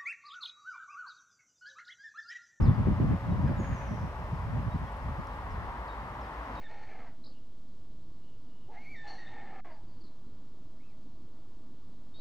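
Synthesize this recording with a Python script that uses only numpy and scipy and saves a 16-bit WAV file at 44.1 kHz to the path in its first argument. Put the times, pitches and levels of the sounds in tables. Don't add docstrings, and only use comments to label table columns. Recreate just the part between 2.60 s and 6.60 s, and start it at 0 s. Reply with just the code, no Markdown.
import sys
import numpy as np
from scipy import signal
from scipy.fft import rfft, irfft
from scipy.io import wavfile
from scipy.ndimage import uniform_filter1d

SR = 44100
rng = np.random.default_rng(int(sys.argv[2]) if len(sys.argv) > 2 else 0)


def store_pcm(level_fs):
    pcm = np.round(np.clip(level_fs, -1, 1) * 32767).astype(np.int16)
    wavfile.write(sys.argv[1], SR, np.atleast_2d(pcm).T)


N = 176400
TIME = np.arange(N) / SR
BINS = np.maximum(np.fft.rfftfreq(N, 1 / SR), 1)


def from_db(db):
    return 10 ** (np.asarray(db) / 20)


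def unit_rms(x):
    return x / np.sqrt(np.mean(x ** 2) + 1e-20)


def in_time(rows):
    times, *columns = np.transpose(rows)
    return [np.interp(TIME, times, column) for column in columns]


def envelope(rows):
    return from_db(in_time(rows)[0])


def at_bins(points):
    hz, value = np.transpose(points)
    return np.interp(np.log(BINS), np.log(np.maximum(hz, 1)), value)


def drift(rate_hz):
    return unit_rms(irfft(rfft(rng.standard_normal(N)) / (1 + (BINS / rate_hz) ** 2), N))


def noise(spectrum, correlation):
    mid, side = rfft(rng.standard_normal((2, N))) * from_db(at_bins(spectrum))
    alike = np.clip(at_bins(correlation), -.99, .99)
    return unit_rms(irfft(np.sqrt(1 + alike) * mid + np.sqrt(1 - alike) * side * [[1], [-1]], N))


def evened(x, span_s):
    power = uniform_filter1d(np.mean(x ** 2, axis=0), int(span_s * SR))
    return x / np.sqrt(power + 1e-9)


def resonate(x, hz, width_hz):
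    radius = np.exp(-np.pi * width_hz / SR)
    b = np.array([1, 0, -1]) * (1 - radius ** 2) / 2
    a = [1, -2 * radius * np.cos(2 * np.pi * hz / SR), radius ** 2]
    return signal.lfilter(b, a, signal.lfilter(b, a, x + 1e-18))


def echoed(x, delay_s, db):
    return x + from_db(db) * np.interp(TIME - delay_s, TIME, x, left=0)


def among_trees(x, wet_db, t60_s=.75, onset_s=.025):
    t = TIME[:SR]
    tail = rng.standard_normal((2, SR)) * from_db(-60 * t / t60_s) * (1 - np.exp(-t / onset_s))
    tail /= np.sqrt(np.sum(tail ** 2, axis=1, keepdims=True))
    return x + from_db(wet_db) * signal.fftconvolve(x[None], tail, axes=1)[:, :N]


def note(rows, warble=.011, flicker_db=1.5):
    hz, db = in_time(rows)
    gate = uniform_filter1d(1.0 * ((TIME > rows[0][0]) & (TIME < rows[-1][0])), size=200)
    amplitude = gate * from_db(db + flicker_db * drift(90))
    cycles = np.cumsum(hz * (1 + warble * drift(154))) / SR
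    return amplitude * np.sqrt(2) * np.sin(2 * np.pi * cycles)


# (time [s], level [dB])
BREEZE_LEVEL = [(0, -18), (.15, -38), (.5, -25.5), (.6, -41.5), (.8, -33), (1.05, -38), (1.22, -40.5),
                (1.4, -42.5), (1.54, -48), (1.62, -57), (1.8, -41.5), (2.0, -32.5), (2.3, -61), (2.7, -52),
                (2.83, -64), (3.0, -44.5), (3.2, -56), (4, -76)]
SWELL_LEVEL = [(0, -24), (.07, -24.5), (.19, -54), (.28, -24.5), (.35, -39), (.52, -42), (.61, -58),
               (.69, -40), (1.02, -35.5), (1.19, -45), (1.3, -41.5), (2.0, -38), (2.35, -44.5),
               (2.5, -37.5), (2.7, -49.5), (2.95, -35.5), (3.15, -45.5), (4, -66)]
# (time [s], half-power duration [s], level [dB], brightness [dB])
EDDIES = [(0.084, 0.06, -22.5, 3.5), (0.2, 0.045, -25.5, 1.5), (0.291, 0.049, -25, 5),
          (0.417, 0.027, -27.5, 7), (0.447, 0.04, -28.5, 5.5), (0.526, 0.042, -26, 5.5),
          (0.714, 0.075, -27.5, 2), (0.799, 0.012, -23.5, 0), (0.847, 0.053, -24.5, 1),
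          (0.901, 0.034, -30, 7.5), (1.004, 0.041, -30.5, 7.5), (1.123, 0.036, -29.5, -20),
          (1.329, 0.036, -33.5, 9.5), (1.428, 0.056, -35, 5.5), (1.613, 0.041, -40, -13),
          (1.736, 0.018, -27, -5), (1.865, 0.018, -31.5, -13), (1.956, 0.029, -27.5, -1.5),
          (2.078, 0.022, -26.5, -5), (2.159, 0.017, -25.5, -3), (2.223, 0.035, -34, 2),
          (2.478, 0.063, -35, -14), (2.595, 0.014, -31.5, -13), (3.453, 0.16, -51, -3),
          (3.947, 0.031, -48, -11)]
# (frequency [Hz], relative level [dB])
BUFFET_SPECTRUM = [(30, -12), (62, -9.5), (85, 2), (115, 1.5), (160, -2.5), (210, -11.5), (280, -18.5),
                   (400, -44), (800, -53), (3000, -100)]
FLUTTER_SPECTRUM = [(120, -10), (200, 5), (270, -1.5), (350, -9), (480, -15.5), (800, -27), (2500, -46.5),
                    (6000, -66)]
SWELL_SPECTRUM = [(10, -15), (22, -13), (35, 1.5), (52, 1.5), (64, 1.5), (80, -1.5), (130, -13), (300, -69),
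                  (2000, -100)]
# (frequency [Hz], correlation [-1..1])
WIND_CORRELATION = [(30, 1), (60, 0.96), (110, 0.78), (200, 0.66), (300, -0.19), (2000, 0.046)]


def wind(strong_gust_db=-24, flutter_growth=1.5):
    power = bright_power = envelope(BREEZE_LEVEL) ** 2
    for centre, length, db, bright_db in EDDIES:
        eddy = from_db(db) ** 2 * .5 ** ((2 * (TIME - centre) / length) ** 2)
        power = power + eddy
        bright_power = bright_power + eddy * from_db(bright_db) ** 2
    buffet_gain = np.sqrt(power) * from_db(-1 + 1.75 * drift(30))
    buffet = buffet_gain * evened(noise(BUFFET_SPECTRUM, WIND_CORRELATION), span_s=.0191)
    excess_db = 10 * np.log10(bright_power) - strong_gust_db
    flutter_gain = from_db(-35.5 + flutter_growth * excess_db + 1.7 * drift(42))
    flutter = flutter_gain * evened(noise(FLUTTER_SPECTRUM, WIND_CORRELATION), span_s=.017)
    swell = envelope(SWELL_LEVEL) * evened(noise(SWELL_SPECTRUM, WIND_CORRELATION), span_s=.028)
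    return buffet + flutter + swell


# (frequency [Hz], relative level [dB])
ENGINE_SPECTRUM = [(15, -23), (35, -8), (47, 6), (56, 9), (72, -6.5), (100, -8.5), (150, -13.5), (250, -12),
                   (400, -23), (700, -32), (1500, -58), (5000, -90)]
DRONE_SPECTRUM = [(40, -54), (160, -19), (240, -6), (290, -2), (380, -16), (600, -19), (3000, -81)]
# (time [s], level [dB])
DRONE_LEVEL = [(0, -54.5), (2.6, -79), (3.6, -65), (3.85, -51.5), (4, -52.5)]
# (frequency [Hz], correlation [-1..1])
FAR_CORRELATION = [(60, 1), (200, 1), (400, 1), (800, -0.24), (1300, -0.31), (2200, 0.38), (4400, 0.22),
                   (8000, 0.081)]


def engines():
    rumble = from_db(-43) * evened(noise(ENGINE_SPECTRUM, FAR_CORRELATION), span_s=.19)
    return rumble + envelope(DRONE_LEVEL) * noise(DRONE_SPECTRUM, FAR_CORRELATION)


# (time [s], level [dB])
TYRE_LEVEL = [(0, -42), (.6, -44), (1.2, -45), (1.7, -45), (2.2, -44.5), (2.7, -43.5), (3.1, -42),
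              (3.5, -43), (4, -41.5)]
# (frequency [Hz], relative level [dB])
TYRE_SPECTRUM = [(200, -24.5), (400, -8.5), (520, -7.5), (700, -4), (880, -1), (1100, 0), (1300, -6),
                 (1550, -9.5), (1950, -11), (2400, -20.5), (3200, -26), (4500, -33), (8000, -53),
                 (15000, -66)]
# (frequency [Hz], correlation [-1..1])
TYRE_CORRELATION = [(300, 0.76), (700, 1), (1200, 0.86), (1800, 0.64), (3000, 0.13), (6000, .1)]


def tyres(lag_s=.00015):
    left, right = envelope(TYRE_LEVEL) * noise(TYRE_SPECTRUM, TYRE_CORRELATION)
    return np.array([left, np.interp(TIME - lag_s, TIME, right)])


# (frequency [Hz], width [Hz], level [dB] at each of WHINE_TIMES_S)
WHINES = [(456, 390, -62, -52, -72), (554.7, 7.3, -55.5, -56.5, -71), (611.3, 11, -58.5, -56, -73.5),
          (865.3, 33, -58.5, -56.5, -56.5), (966, 13, -63, -56.5, -61)]
WHINE_TIMES_S = (0, 1.2, 4)


def whines():
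    out = np.zeros(N)
    for hz, width_hz, *levels_db in WHINES:
        band = resonate(rng.standard_normal(N + SR), hz, width_hz)[SR:]
        out += from_db(np.interp(TIME, WHINE_TIMES_S, levels_db)) * unit_rms(band)
    return out


# (time [s], level [dB])
LEAF_LEVEL = [(0, -63.5), (.5, -60), (1.0, -62), (1.6, -61.5), (2.5, -62.5), (3.3, -65), (4, -61.5)]
# (frequency [Hz], relative level [dB])
LEAF_SPECTRUM = [(700, -14.5), (1800, 6), (2700, 4), (4200, -8), (5200, -4.5), (6300, -10.5), (7500, -17.5),
                 (12000, -26)]


def leaves():
    return envelope(LEAF_LEVEL) * noise(LEAF_SPECTRUM, FAR_CORRELATION)


# (frequency [Hz], relative level [dB])
HISS_SPECTRUM = [(1000, 0), (5000, 1), (8000, .5), (11000, -1), (13000, -2.5), (15500, -4.5)]


def hiss():
    return from_db(-72.2) * noise(HISS_SPECTRUM, correlation=[(1000, .3), (10000, .45)])


# (share of duration [0..1], pitch [Hz], level [dB])
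STEP_CONTOUR = [(0, 6900, -8), (.1, 5340, 0), (.2, 5130, -3), (.36, 5060, -3), (.43, 4550, 0),
                (.52, 3850, 1), (.64, 3500, -5), (1, 3300, -6)]
HOOK_CONTOUR = [(0, 6140, -16), (.12, 4670, 7), (.25, 3800, 6), (.45, 3750, 6.5), (.65, 3750, 10),
                (.9, 3800, 9), (1, 3820, -18)]
# (time [s], duration [s], level [dB])
STEP_CALLS = [(.016, .096, -62), (1.734, .1, -75), (2.572, .092, -75), (2.902, .095, -69.5),
              (3.607, .092, -69.5)]
HOOK_CALLS = [(3.274, .055, -70.5), (3.946, .058, -70.5)]


def chirps():
    out = np.zeros(N)
    for contour, calls in ((STEP_CONTOUR, STEP_CALLS), (HOOK_CONTOUR, HOOK_CALLS)):
        for start, length, db in calls:
            out += note([(start + share * length, hz, db + part_db) for share, hz, part_db in contour])
    return among_trees(echoed(out, delay_s=.018, db=-7), wet_db=-8)


# (time [s], envelope peak [dB], frequency [Hz])
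KNOCKS = [(0.048, -17, 78.6), (.079, -8.5, 115.4), (0.11, -13, 137), (.271, -24.5, 330), (.283, -17.5, 192),
          (0.4, -18.5, 260), (.444, -19.5, 200), (0.728, -27, 270), (0.845, -19, 113), (1.0, -25.5, 284),
          (1.005, -20, 103), (2.067, -25.5, 143), (2.145, -23, 137.6), (2.158, -21.5, 170)]


def knocks(rise_cycles=.58):
    out = np.zeros(N)
    for start, db, hz in KNOCKS:
        cycles = np.clip(hz * (TIME - start), 0, 20)
        age = cycles / rise_cycles
        out += from_db(db) * (age * np.exp(1 - age)) ** 2 * np.sin(2 * np.pi * cycles)
    return out


# (time [s], duration [s], level [dB], first pitch [Hz], last pitch [Hz])
PEEPS = [(0.14, .022, -72, 5100, 4400), (0.708, 0.027, -70, 3800, 3800), (.812, .022, -76, 4500, 4950),
         (.862, .022, -70.5, 4800, 5150), (.898, .025, -73, 4450, 5000), (.96, .022, -70, 3950, 3750),
         (2.109, 0.031, -67, 3790, 3810), (2.143, .03, -73, 3970, 4120), (2.268, .022, -68, 3200, 3300),
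         (3.025, .02, -75, 4850, 4500), (3.397, 0.017, -73, 4600, 4450), (3.588, .025, -75, 4100, 4060),
         (3.972, .017, -63, 2600, 2620)]


def peeps():
    notes = sum(note([(start, first_hz, db), (start + length, last_hz, db)])
                for start, length, db, first_hz, last_hz in PEEPS)
    return among_trees(notes, wet_db=-8)


# (time [s], level [dB])
RASPS = [(0.859, -50), (1.017, -51), (1.105, -51.5), (1.195, -52.5)]
# (frequency [Hz], width [Hz], relative gain [dB])
THROAT_FORMANTS = [(1650, 790, 7), (2270, 400, -10.5)]


def water_bird(rasp_s=.05, pulse_hz=317, jitter=.13, breath=.14):
    cycles = np.cumsum(pulse_hz * (1 + jitter * drift(120))) / SR
    pulses = np.diff(np.floor(cycles), prepend=0)
    source = pulses + breath * rng.standard_normal(N)
    voice = sum(from_db(db) * resonate(source, hz, width) for hz, width, db in THROAT_FORMANTS)
    swells = sum(from_db(db) * np.sin(np.pi * np.clip((TIME - start) / rasp_s, 0, 1))
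                 for start, db in RASPS)
    return among_trees(unit_rms(voice) * swells, wet_db=2.5)


# (time [s], pitch [Hz], level [dB])
WHISTLE_CONTOUR = [(.96, 7450, -82), (.983, 6900, -73), (1.0, 6700, -63), (1.035, 6560, -67),
                   (1.06, 6300, -78), (1.115, 6850, -74), (1.14, 6450, -69), (1.175, 5950, -69),
                   (1.205, 5880, -70), (1.22, 6450, -79), (1.3, 5680, -71), (1.37, 5900, -75),
                   (1.42, 5430, -74)]
# (time [s], RMS deviation [share of pitch])
WHISTLE_WARBLE = [(.96, .007), (1.04, .009), (1.14, .018), (1.22, .04), (1.41, .06)]


def whistle():
    tone = note(WHISTLE_CONTOUR, warble=in_time(WHISTLE_WARBLE)[0])
    return among_trees(echoed(tone, delay_s=.093, db=-13), wet_db=2)


# (time [s], frequency [Hz], peak level [dB])
DROPS = [(2.321, 8430, -57), (2.369, 10600, -56), (2.671, 5530, -51), (2.672, 10200, -55),
         (2.735, 4000, -54), (2.761, 10000, -63)]


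def drops(cycles_per_60_db=47):
    out = np.zeros(N)
    for start, hz, db in DROPS:
        cycles = hz * np.maximum(TIME - start, 0)
        decay_db = 60 * np.minimum(cycles / cycles_per_60_db, 2)
        out += from_db(db - decay_db) * np.sin(2 * np.pi * cycles)
    return out


# (frequency [Hz], left minus right level [dB])
BACKGROUND_BALANCE = [(60, 0.5), (400, -0.5), (700, 2), (1300, 2.5), (2400, 1.5), (4400, -2), (8000, -0.8),
                      (15000, -1.5)]


def scene():
    gusts = wind()
    background = engines() + tyres() + whines() + leaves() + hiss()
    balance = from_db(at_bins(BACKGROUND_BALANCE) * np.array([[.5], [-.5]]))
    background = irfft(rfft(background) * balance, N)
    return gusts + background + chirps() + knocks() + peeps() + water_bird() + whistle() + drops()


def record(dry, fade_s=.006, low_cut_hz=33, high_cut_hz=15650):
    fade = np.sin(np.pi / 2 * np.clip(np.minimum(TIME, TIME[::-1]) / fade_s, 0, 1))
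    thinned = signal.sosfilt(signal.butter(2, low_cut_hz, "high", fs=SR, output="sos"), dry * fade)
    return signal.sosfilt(signal.ellip(12, .1, 80, high_cut_hz, fs=SR, output="sos"), thinned)


dry = scene()
out = record(dry)
store_pcm(out)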